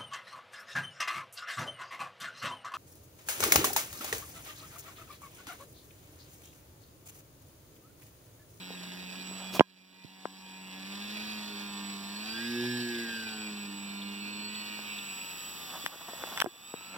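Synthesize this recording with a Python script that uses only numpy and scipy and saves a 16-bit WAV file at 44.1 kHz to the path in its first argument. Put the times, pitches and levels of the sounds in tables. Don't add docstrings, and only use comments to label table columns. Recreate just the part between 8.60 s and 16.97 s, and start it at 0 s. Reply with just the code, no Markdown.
import sys
import numpy as np
from scipy import signal
from scipy.fft import rfft, irfft, next_fast_len
from scipy.io import wavfile
from scipy.ndimage import uniform_filter1d

SR = 44100
rng = np.random.default_rng(int(sys.argv[2]) if len(sys.argv) > 2 else 0)


def wrap_up_sound(samples):
    columns = np.atleast_2d(samples).T
    tamed = np.clip(columns, -1, 1)
    steps = np.round(tamed * 32767).astype(np.int16)
    wavfile.write(sys.argv[1], SR, steps)


N = 369116
T = np.arange(N) / SR
FREQS = np.arange(N // 2 + 1) * SR / N

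# frequency in Hz, relative level in dB.
YARD_SPECTRUM = [(25, -22.5), (45, -15), (70, 2.5), (120, -2.5), (220, 4.5), (500, -2.5), (900, -17),
                 (2000, -29.5), (6000, -46.5), (16000, -31.5)]
# peak time in seconds, peak level in dB, centre pitch in Hz.
CHIRPS = [(3.14, -51, 3400), (4.35, -35, 3470), (4.69, -37, 3520), (5.421, -35, 3470), (5.95, -36, 3600),
          (6.387, -32, 3560)]
# centre in seconds, half length in seconds, level in dB.
STROKES = [(0.137, 0.035, -59), (0.55, 0.014, -57), (0.83, 0.11, -53), (0.96, 0.018, -44),
           (7.145, 0.047, -47.5), (7.492, 0.02, -48.5), (7.332, 0.043, -48), (7.538, 0.14, -50.5),
           (7.73, 0.06, -50.5), (8.2, 0.33, -59.5), (8.36, 0.033, -46)]
# frequency in Hz, relative level in dB.
RUBBING_SPECTRUM = [(50, -34), (200, -4.5), (400, -5), (800, 4.5), (1400, 0.5), (2500, -20.5), (6000, -19),
                    (16000, -65)]
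# frequency in Hz, relative level in dB.
SLEEVE_SPECTRUM = [(100, -1.5), (300, 5), (1100, -2.5), (1900, -14.5), (2800, -1.5), (5000, -5),
                   (9000, -13.5), (16000, -9)]
# start in seconds, peak level of the body in dB, body pitch in Hz, own ring in dB,
# case ring in dB, tick in dB, left minus right in dB. Rings are mixed against the push, the tick against the body.
KNOCKS = [(.105, -33, 487, -4, -12, -45, 0), (0.712, -36, 400, -8, -15, -47.5, 0),
          (0.9958, -9.5, 2900, 11, -30, -34, -11), (0.9955, -9.5, 348, -15, -24, -46, -6.5),
          (0.9947, -15.5, 990, 4, -16.5, -44, -3), (1.0079, -0.5, 640, -32, -19.5, -60.5, -6),
          (1.446, -28.5, 177, -12.5, -16, -60, -15), (1.6551, -10, 730, -26, -24, -50, 6.5),
          (6.191, -32.5, 900, -11, -15, -15, 0), (7.242, -40, 303, -5, -20, -66, 9),
          (7.2628, -14.5, 1950, -7, -49, 1.5, 3.5), (7.358, -37, 420, -13, -16, -45, 6),
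          (7.534, -30, 665, -4, -20, -37, 5), (7.638, -20.5, 900, -12, -22.5, -24.5, 2.5),
          (7.7755, -21, 2180, -6, -37, 6.5, 0), (7.78, -29, 1900, 1, -31, -15, 8),
          (7.785, -31, 1500, 0, -35, -16, 5), (7.799, -24, 1700, -3, -35, -6, 0),
          (7.8029, -14, 2600, -33, -30, 0.5, -15.5), (7.816, -22, 1900, -12, -37, 7, 21),
          (7.8205, -8, 1700, -3, -48, 1, 2), (7.8438, -15.5, 455, -10, -18, 0, -16),
          (7.861, -10.5, 735, -2, -20, -22, 1), (7.868, -19.5, 350, 25, -25, -55, 6),
          (7.959, -38, 704, -8, -18, -45, -2), (8.14, -17.5, 480, -11, -28, -17, 5),
          (8.21, -34, 1100, -11, -14, -35, 2)]
# pitch in Hz, relative level in dB, 60 dB decay time in seconds.
CASE_MODES = [(351, -7, 0.013), (700, -8, 0.057), (1030, 4.5, 0.091), (1630, 5, 0.15)]
# pitch in Hz, relative level in dB, 60 dB decay time in seconds.
SHELL_MODES = [(3100, -13.5, 0.0099), (5660, -13.5, 0.004), (10500, -17, .001), (14500, -9, 0.0012)]

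# time in seconds, shaft speed in turns per second.
SHAFT_SPEED = [(0.0, 91.4), (0.26, 89.7), (0.72, 93.9), (1.23, 92.6), (1.68, 94.9), (2.17, 93.6),
               (2.41, 101.8), (2.68, 107.3), (2.97, 101.7), (3.48, 98.8), (3.87, 118.8), (4.14, 122.3),
               (4.4, 117.1), (4.98, 102.2), (5.16, 99.9), (5.54, 100.3), (5.94, 105.3), (6.31, 103.6),
               (6.76, 89.6), (7.2, 82.1), (7.98, 82.5), (8.37, 99.1)]
# time in seconds, nose angle in degrees off the line to the phone.
NOSE_ANGLE = [(0, 128), (4.3, 102.5), (5.1, 88), (5.6, 80.5), (5.95, 46.5), (6.4, 38), (6.7, 24), (7.3, 0),
              (7.7, -3), (8.1, -20), (8.25, -28), (8.37, -46)]
# angle off the nose in degrees, blade tone in dB,
# buzz in dB, hiss in dB, cowl rasp in dB against the buzz, motor song in dB against the buzz.
DIRECTIVITY = [(0, -55, -53, -41.5, -34, -9), (19.5, -59.5, -45.5, -44.5, 5, -3),
               (35.3, -52, -46.5, -49.5, 7, 1.5), (51.6, -43, -49.5, -56, 7, 2),
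               (80.6, -41, -49.5, -57, 8.5, 2.5), (114, -43, -43, -56, -20.5, -0.5)]
# time in seconds, left minus right in dB.
PLANE_PAN = [(0, -1), (1, -4), (1.8, -1), (3.2, -2.5), (4.7, -1), (5.7, -3.5), (6.7, -1), (7.3, -1.5),
             (8.37, -1.5)]
# frequency in Hz, lead in radians.
LEFT_PORT_PHASE = [(0, 0), (1700, -.6), (2180, -3.14), (2750, -6), (3450, -6.4), (4330, -9.42), (8700, -22),
                   (9600, -25.1), (10300, -25.2), (10950, -28.3), (16000, -42.9)]
# multiple of shaft speed, relative level in dB.
PROP_ORDERS = [(1, -32.5), (2, 0), (3, -10.5), (4, -21)]
# multiple of shaft speed, relative level in dB.
MOTOR_ORDERS = [(7, -18.5), (16, -20), (17, -24.5), (18, -17.5), (21, -12.5), (22, -9), (23, -11.5),
                (25, -13.5), (26, -7), (27, -13.5), (28, -13), (29, -15.5), (30, -13.5), (31, -19.5),
                (32, -12.5), (34, -16), (35, -17), (36, -12.5), (38, -11.5), (40, -30.5), (44, -16),
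                (46, -19), (48, -27.5)]
# multiple of shaft speed, relative level in dB.
MAGNET_ORDERS = [(13, -9), (14, -1), (15, -9.5)]
# time in seconds, level in dB.
MAGNET_LEVEL = [(0, -69.5), (2.1, -69.5), (2.8, -61), (3.58, -65), (3.8, -47), (4.1, -45), (4.25, -46),
                (4.42, -47), (4.72, -47.5), (4.92, -61), (5.3, -66), (5.9, -61), (6.5, -61.5), (7.2, -55.5),
                (7.7, -58.5), (8.0, -55), (8.37, -53.5)]
# multiple of shaft speed, relative level in dB.
DRONE_ORDERS = [(8, -8.5), (9, -4.5), (10, -1), (11, -2.5), (12, -3.5)]
# time in seconds, level in dB.
DRONE_LEVEL = [(0, -69.5), (1, -74.5), (1.6, -59), (2.3, -63.5), (2.7, -61.5), (3.0, -57.5), (3.6, -58.5),
               (4.1, -69), (4.5, -65.5), (4.9, -61.5), (6.3, -61.5), (7, -67), (8.37, -64.5)]
# pitch in Hz, width in Hz, boost in dB mixed on top of the direct tone.
AIRFRAME = [(120.5, 5.2, 13.5), (363, 16, -1.5), (759, 19, 7.5), (935, 35, -4.5), (1596, 56, -2),
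            (2420, 54, 7.5), (3410, 52, 2), (3885, 47, 3.5)]
# pitch in Hz, width in Hz, depth in dB.
NULLS = [(224.3, 20, 8), (326, 28.5, 11)]
# frequency in Hz, gain in dB.
BUZZ_SPECTRUM = [(300, -34), (650, -13.5), (1000, -14.5), (1320, -24), (1700, -6.5), (2050, -7), (2450, 3),
                 (3100, -5.5), (3800, -5), (5200, -3), (6200, -11.5), (9000, -25.5), (15000, -35)]
# frequency in Hz, relative level in dB.
WASH_SPECTRUM = [(300, -15), (900, -0.5), (1300, -11.5), (1700, -2), (2100, -4.5), (2450, 3.5), (3000, -1),
                 (3600, 1.5), (4500, 2), (6000, -7), (7400, -12), (9000, -13.5), (16000, -21.5)]
# frequency in Hz, relative level in dB.
HISS_SPECTRUM = [(500, -21.5), (2600, 4.5), (5000, 0), (7500, -7.5), (9800, -14), (11000, -4),
                 (12700, -1.5), (14300, -5), (16000, -2.5)]
PATCH_HZ = [2600, 3200, 3500]
# time in seconds, switching rate in Hz.
SWITCHING_RATE = [(0.0, 7831.5), (2.38, 7813), (6.2, 7819.5), (6.36, 7851), (8.37, 7843)]
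# time in seconds, level in dB.
WHINE_LEVEL = [(0, -58), (.2, -55.5), (.45, -64.5), (.75, -47.5), (1, -62), (2, -54.5), (2.5, -61),
               (2.9, -58.5), (3.15, -51), (3.6, -54), (3.9, -59), (4.15, -52.5), (4.7, -55), (5.15, -50.5),
               (5.5, -55.5), (5.8, -50.5), (6.2, -54), (6.35, -49), (6.7, -44.5), (7, -52.5), (7.75, -53.5),
               (8.1, -44.5), (8.37, -49.5)]
# time in seconds, level in dB.
WHISTLE_LEVEL = [(0, -55.5), (2.1, -64), (2.4, -61), (2.7, -49), (3.1, -56), (3.5, -54), (3.7, -45.5),
                 (4.2, -59), (4.7, -52.5), (5.2, -59), (5.75, -47.5), (6.05, -46.5), (6.5, -75), (7.1, -53),
                 (7.6, -53), (8.05, -51.5), (8.37, -59)]

SPIN_UP_S, CRUISE_HZ = .15, 100
TONE_DB_PER_OCT, BUZZ_DB_PER_OCT, HISS_DB_PER_OCT = 31, 19.5, 14.5
CHOP, CHOP_SCATTER_DB = .32, 2
COMMUTATIONS_PER_TURN = 42
GRIP_DB = -61.5
SWISH_S, SWISH_HALF_S = .955, .024
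RING_CYCLES = 17
OPEN_HZ = 5060
TOP_HZ = 15850


def undb(db):
    return 10 ** (np.asarray(db) / 20)


def curve(table):
    s, value = np.transpose(table)
    return np.interp(T, s, value)


def walk(rate):
    step = int(SR / rate)
    held = np.repeat(rng.standard_normal(N // step + 2), step)
    held = held[rng.integers(step):][:N]
    return 1.353 * uniform_filter1d(uniform_filter1d(held, step), step)


def swell(s, half_length_s):
    return np.exp(-((T - s) / half_length_s) ** 2)


def colour(x, spectrum):
    size = next_fast_len(N, True)
    hz, db = np.transpose(spectrum)
    bins_hz = np.arange(size // 2 + 1) * SR / size
    gain = undb(np.interp(np.log(bins_hz + 1), np.log(hz), db))
    y = irfft(rfft(x, size) * gain, size)[..., :N]
    return y / np.sqrt(np.mean(y ** 2))


def band(x, lo_hz, hi_hz):
    edges = [lo_hz, min(hi_hz, SR / 2 - 100)]
    return signal.sosfilt(signal.butter(2, edges, "band", fs=SR, output="sos"), x)


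def air(spread):
    return rng.standard_normal(N) + spread * rng.standard_normal((2, N))


def add(out, s, sound):
    start = int(s * SR)
    out[..., start:start + sound.shape[-1]] += sound[..., :N - start]


def yard(level_db):
    return undb(level_db + 0.57 * walk(4.1)) * colour(air(26.0), YARD_SPECTRUM)


def chirps(length_s, width_hz):
    out, t = np.zeros(N), T[:SR // 15]
    for s, peak_db, hz in CHIRPS:
        rasp = band(rng.standard_normal(len(t)), hz - width_hz, hz + width_hz)
        chirp = rasp * t * np.exp(-t / length_s)
        add(out, s - length_s, undb(peak_db) * chirp / abs(chirp).max())
    return out


def handling(swish_db):
    pressure = undb(GRIP_DB) + sum(undb(db) * swell(s, half_s) for s, half_s, db in STROKES)
    rub = pressure * colour(air(0.22) * undb(3.0 * walk(130)), RUBBING_SPECTRUM)
    cloth = colour(air(0.36) * undb(1.2 * walk(320)), SLEEVE_SPECTRUM)
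    return rub + undb(swish_db) * swell(SWISH_S, SWISH_HALF_S) * cloth


def modes(table, t):
    return sum(undb(db - 60 * t / t60) * np.sin(2 * np.pi * hz * t) for hz, db, t60 in table)


def knocks(lag_s):
    out, t = np.zeros((2, N)), T[:SR // 10]
    impulse = signal.unit_impulse(len(t))
    tick = impulse + modes(SHELL_MODES, t)
    case = modes(CASE_MODES, t)
    for s, peak_db, hz, own_db, case_db, tick_db, pan_db in KNOCKS:
        reach_hz = hz * 2 + OPEN_HZ * undb(min(tick_db, 0))
        push = band(band(impulse, hz / 3, hz * 1.92), 90, reach_hz)
        own = band(modes([(hz, 0, RING_CYCLES / hz)], t), hz / 3, hz * 2)
        ring = signal.fftconvolve(push, case)[:len(t)]
        body = push / abs(push).max() + undb(own_db) * own + undb(case_db) * ring / abs(ring).max()
        blow = body / abs(body).max() + undb(tick_db) * tick
        late = np.pad(blow, (int(lag_s * SR), 0))[:len(t)]
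        gains = undb(peak_db + np.array([[pan_db], [-pan_db]]) / 2)
        add(out, s, gains * np.array([late, blow]))
    return out


def controller(turns, side_on):
    carrier = 2 * np.pi * np.cumsum(curve(SWITCHING_RATE)) / SR
    angle = 2 * np.pi * turns
    commutation = COMMUTATIONS_PER_TURN * angle
    beat = carrier - 2 * commutation
    ripple = 1 + 0.24 * np.cos(angle) + 0.31 * np.cos(2 * angle) + 0.21 * walk(150)

    whine_gain = undb(curve(WHINE_LEVEL) + 1.0 * walk(6) + 1.7 * walk(25))
    whine = whine_gain * ripple * np.sin(carrier + 0.27 * walk(19))
    whistle = undb(curve(WHISTLE_LEVEL) + 2.8 * walk(40)) * np.sin(commutation)
    falling = undb(-61 + 3 * side_on + 1.6 * walk(9.3)) * np.sin(carrier - commutation)
    falling = band(falling, 3350, 3700)
    climbing = band(undb(-51 + 1.2 * walk(18)) * np.sin(beat), 1620, 2200)
    overtone = band(undb(-61.5 + 2 * walk(14)) * np.sin(2 * beat), 1680, 3800)
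    return np.sqrt(2) * (whine + ripple * (whistle + falling + climbing + overtone))


def patches(x, depth_db, width_hz):
    out = x
    for hz in PATCH_HZ:
        flare = undb(depth_db * walk(11)) - 1
        out = out + flare * band(x, hz - width_hz / 2, hz + width_hz / 2)
    return out


def echoes(x, echo_db, drift_s):
    delays_s = [.011, .027, .043]
    return x + undb(echo_db) * sum(np.interp(T - d - drift_s * walk(1.436), T, x) for d in delays_s)


def buzz(turns, cowl_db, weak_blade, cowl_weak_blade, cowl_hz, cowl_width_hz):
    def slap(lead):
        return np.exp(-(((turns + lead) % 1 - .5) / 0.0042) ** 2)

    def slaps(weak):
        uneven = 1 + .3 * walk(250)
        return echoes((slap(0) + weak * slap(.5)) * uneven, echo_db=-1.0, drift_s=.00005)

    rasp = band(slaps(cowl_weak_blade), cowl_hz - cowl_width_hz / 2, cowl_hz + cowl_width_hz / 2)
    return colour(slaps(weak_blade), BUZZ_SPECTRUM) + undb(cowl_db) * rasp / rasp.std()


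def tones(orders, turns, shaft_hz, waver_db):
    out = 0
    for multiple, db in orders:
        k = round(multiple)
        tone_hz = k * shaft_hz

        def nearness(hz, width):
            return 1 / (1 + (2 * (tone_hz - hz) / width) ** 2)

        boost = 1 + sum(undb(peak_db) * nearness(hz, width) for hz, width, peak_db in AIRFRAME)
        dip_db = sum(depth_db * nearness(hz, width) for hz, width, depth_db in NULLS)
        gain = boost * undb(db - dip_db + waver_db * walk(13))
        out = out + gain * np.sin(2 * np.pi * (k * turns + rng.random()))
    return np.sqrt(2) * out


def plane():
    window = int(SPIN_UP_S * SR)
    shaft_hz = uniform_filter1d(curve(SHAFT_SPEED), window, mode="nearest") * (1 + 0.001185 * walk(20))
    turns = np.cumsum(shaft_hz) / SR
    octaves = np.log2(shaft_hz / CRUISE_HZ)
    off_nose = abs(curve(NOSE_ANGLE))
    side_on = abs(np.sin(np.radians(off_nose))) ** 3

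    degrees, *columns = np.transpose(DIRECTIVITY)
    tone_db, buzz_db, hiss_db, cowl_db, song_db = (np.interp(off_nose, degrees, c) for c in columns)
    tone_db = tone_db + TONE_DB_PER_OCT * octaves
    buzz_db = buzz_db + BUZZ_DB_PER_OCT * octaves
    hiss_db = hiss_db + HISS_DB_PER_OCT * octaves

    hum = undb(tone_db - 1.0) * tones(PROP_ORDERS[1:2], turns, shaft_hz, waver_db=0.97)
    hum += undb(tone_db - 1.5) * tones(PROP_ORDERS[:1] + PROP_ORDERS[2:], turns, shaft_hz, waver_db=3.0)
    magnets = undb(curve(MAGNET_LEVEL)) * tones(MAGNET_ORDERS, turns, shaft_hz, waver_db=1.2)
    drone = undb(curve(DRONE_LEVEL)) * tones(DRONE_ORDERS, turns, shaft_hz, waver_db=2.5)
    motor = undb(song_db - 8.0) * tones(MOTOR_ORDERS, turns, shaft_hz, waver_db=3.5)
    slaps = undb(-5.5) * buzz(turns, cowl_db, weak_blade=0.75, cowl_weak_blade=0.14,
                              cowl_hz=2573, cowl_width_hz=530)

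    chop = 1 + CHOP * side_on * np.cos(4 * np.pi * turns)
    gusts = chop * undb(CHOP_SCATTER_DB * walk(260))
    wash = patches(colour(air(0.056) * gusts, WASH_SPECTRUM), depth_db=2.6, width_hz=420)
    wash = undb(-4.3 + 1.1 * walk(22)) * wash
    hiss = undb(hiss_db + 3.0 + 0.4 * walk(6.0)) * colour(air(0.054) * chop, HISS_SPECTRUM)

    sound = hum + magnets + drone + undb(buzz_db) * (motor + slaps + wash) + hiss
    sound = sound + controller(turns, side_on)
    phase = np.interp(FREQS, *np.transpose(LEFT_PORT_PHASE))
    left = irfft(rfft(sound[0]) * np.exp(1j * phase), N)
    pan_db = curve(PLANE_PAN)
    return np.array([left, sound[1]]) * undb(np.array([pan_db, -pan_db]) / 2)


def scene():
    return (yard(level_db=-55) + chirps(length_s=0.0041, width_hz=185) + handling(swish_db=-35.5)
            + knocks(lag_s=.00013) + plane())


def record(dry):
    dry = signal.sosfilt(signal.butter(2, 75, "high", fs=SR, output="sos"), dry)
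    threshold_db, recovery_db_per_s, lag_s = -16.5, 15.5, .0205
    over_db = np.maximum(20 * np.log10(abs(dry).max(axis=0) + 1e-9) - threshold_db, 0)
    release_db = recovery_db_per_s * T
    duck_db = np.maximum.accumulate(over_db + release_db) - release_db
    duck_db = uniform_filter1d(np.pad(duck_db, (int(lag_s * SR), 0))[:N], size=150)
    clipped = np.clip(dry * undb(-duck_db), -1, 1)
    return signal.sosfilt(signal.ellip(10, .2, 70, TOP_HZ, fs=SR, output="sos"), clipped)


dry = scene()
out = record(dry)
wrap_up_sound(out)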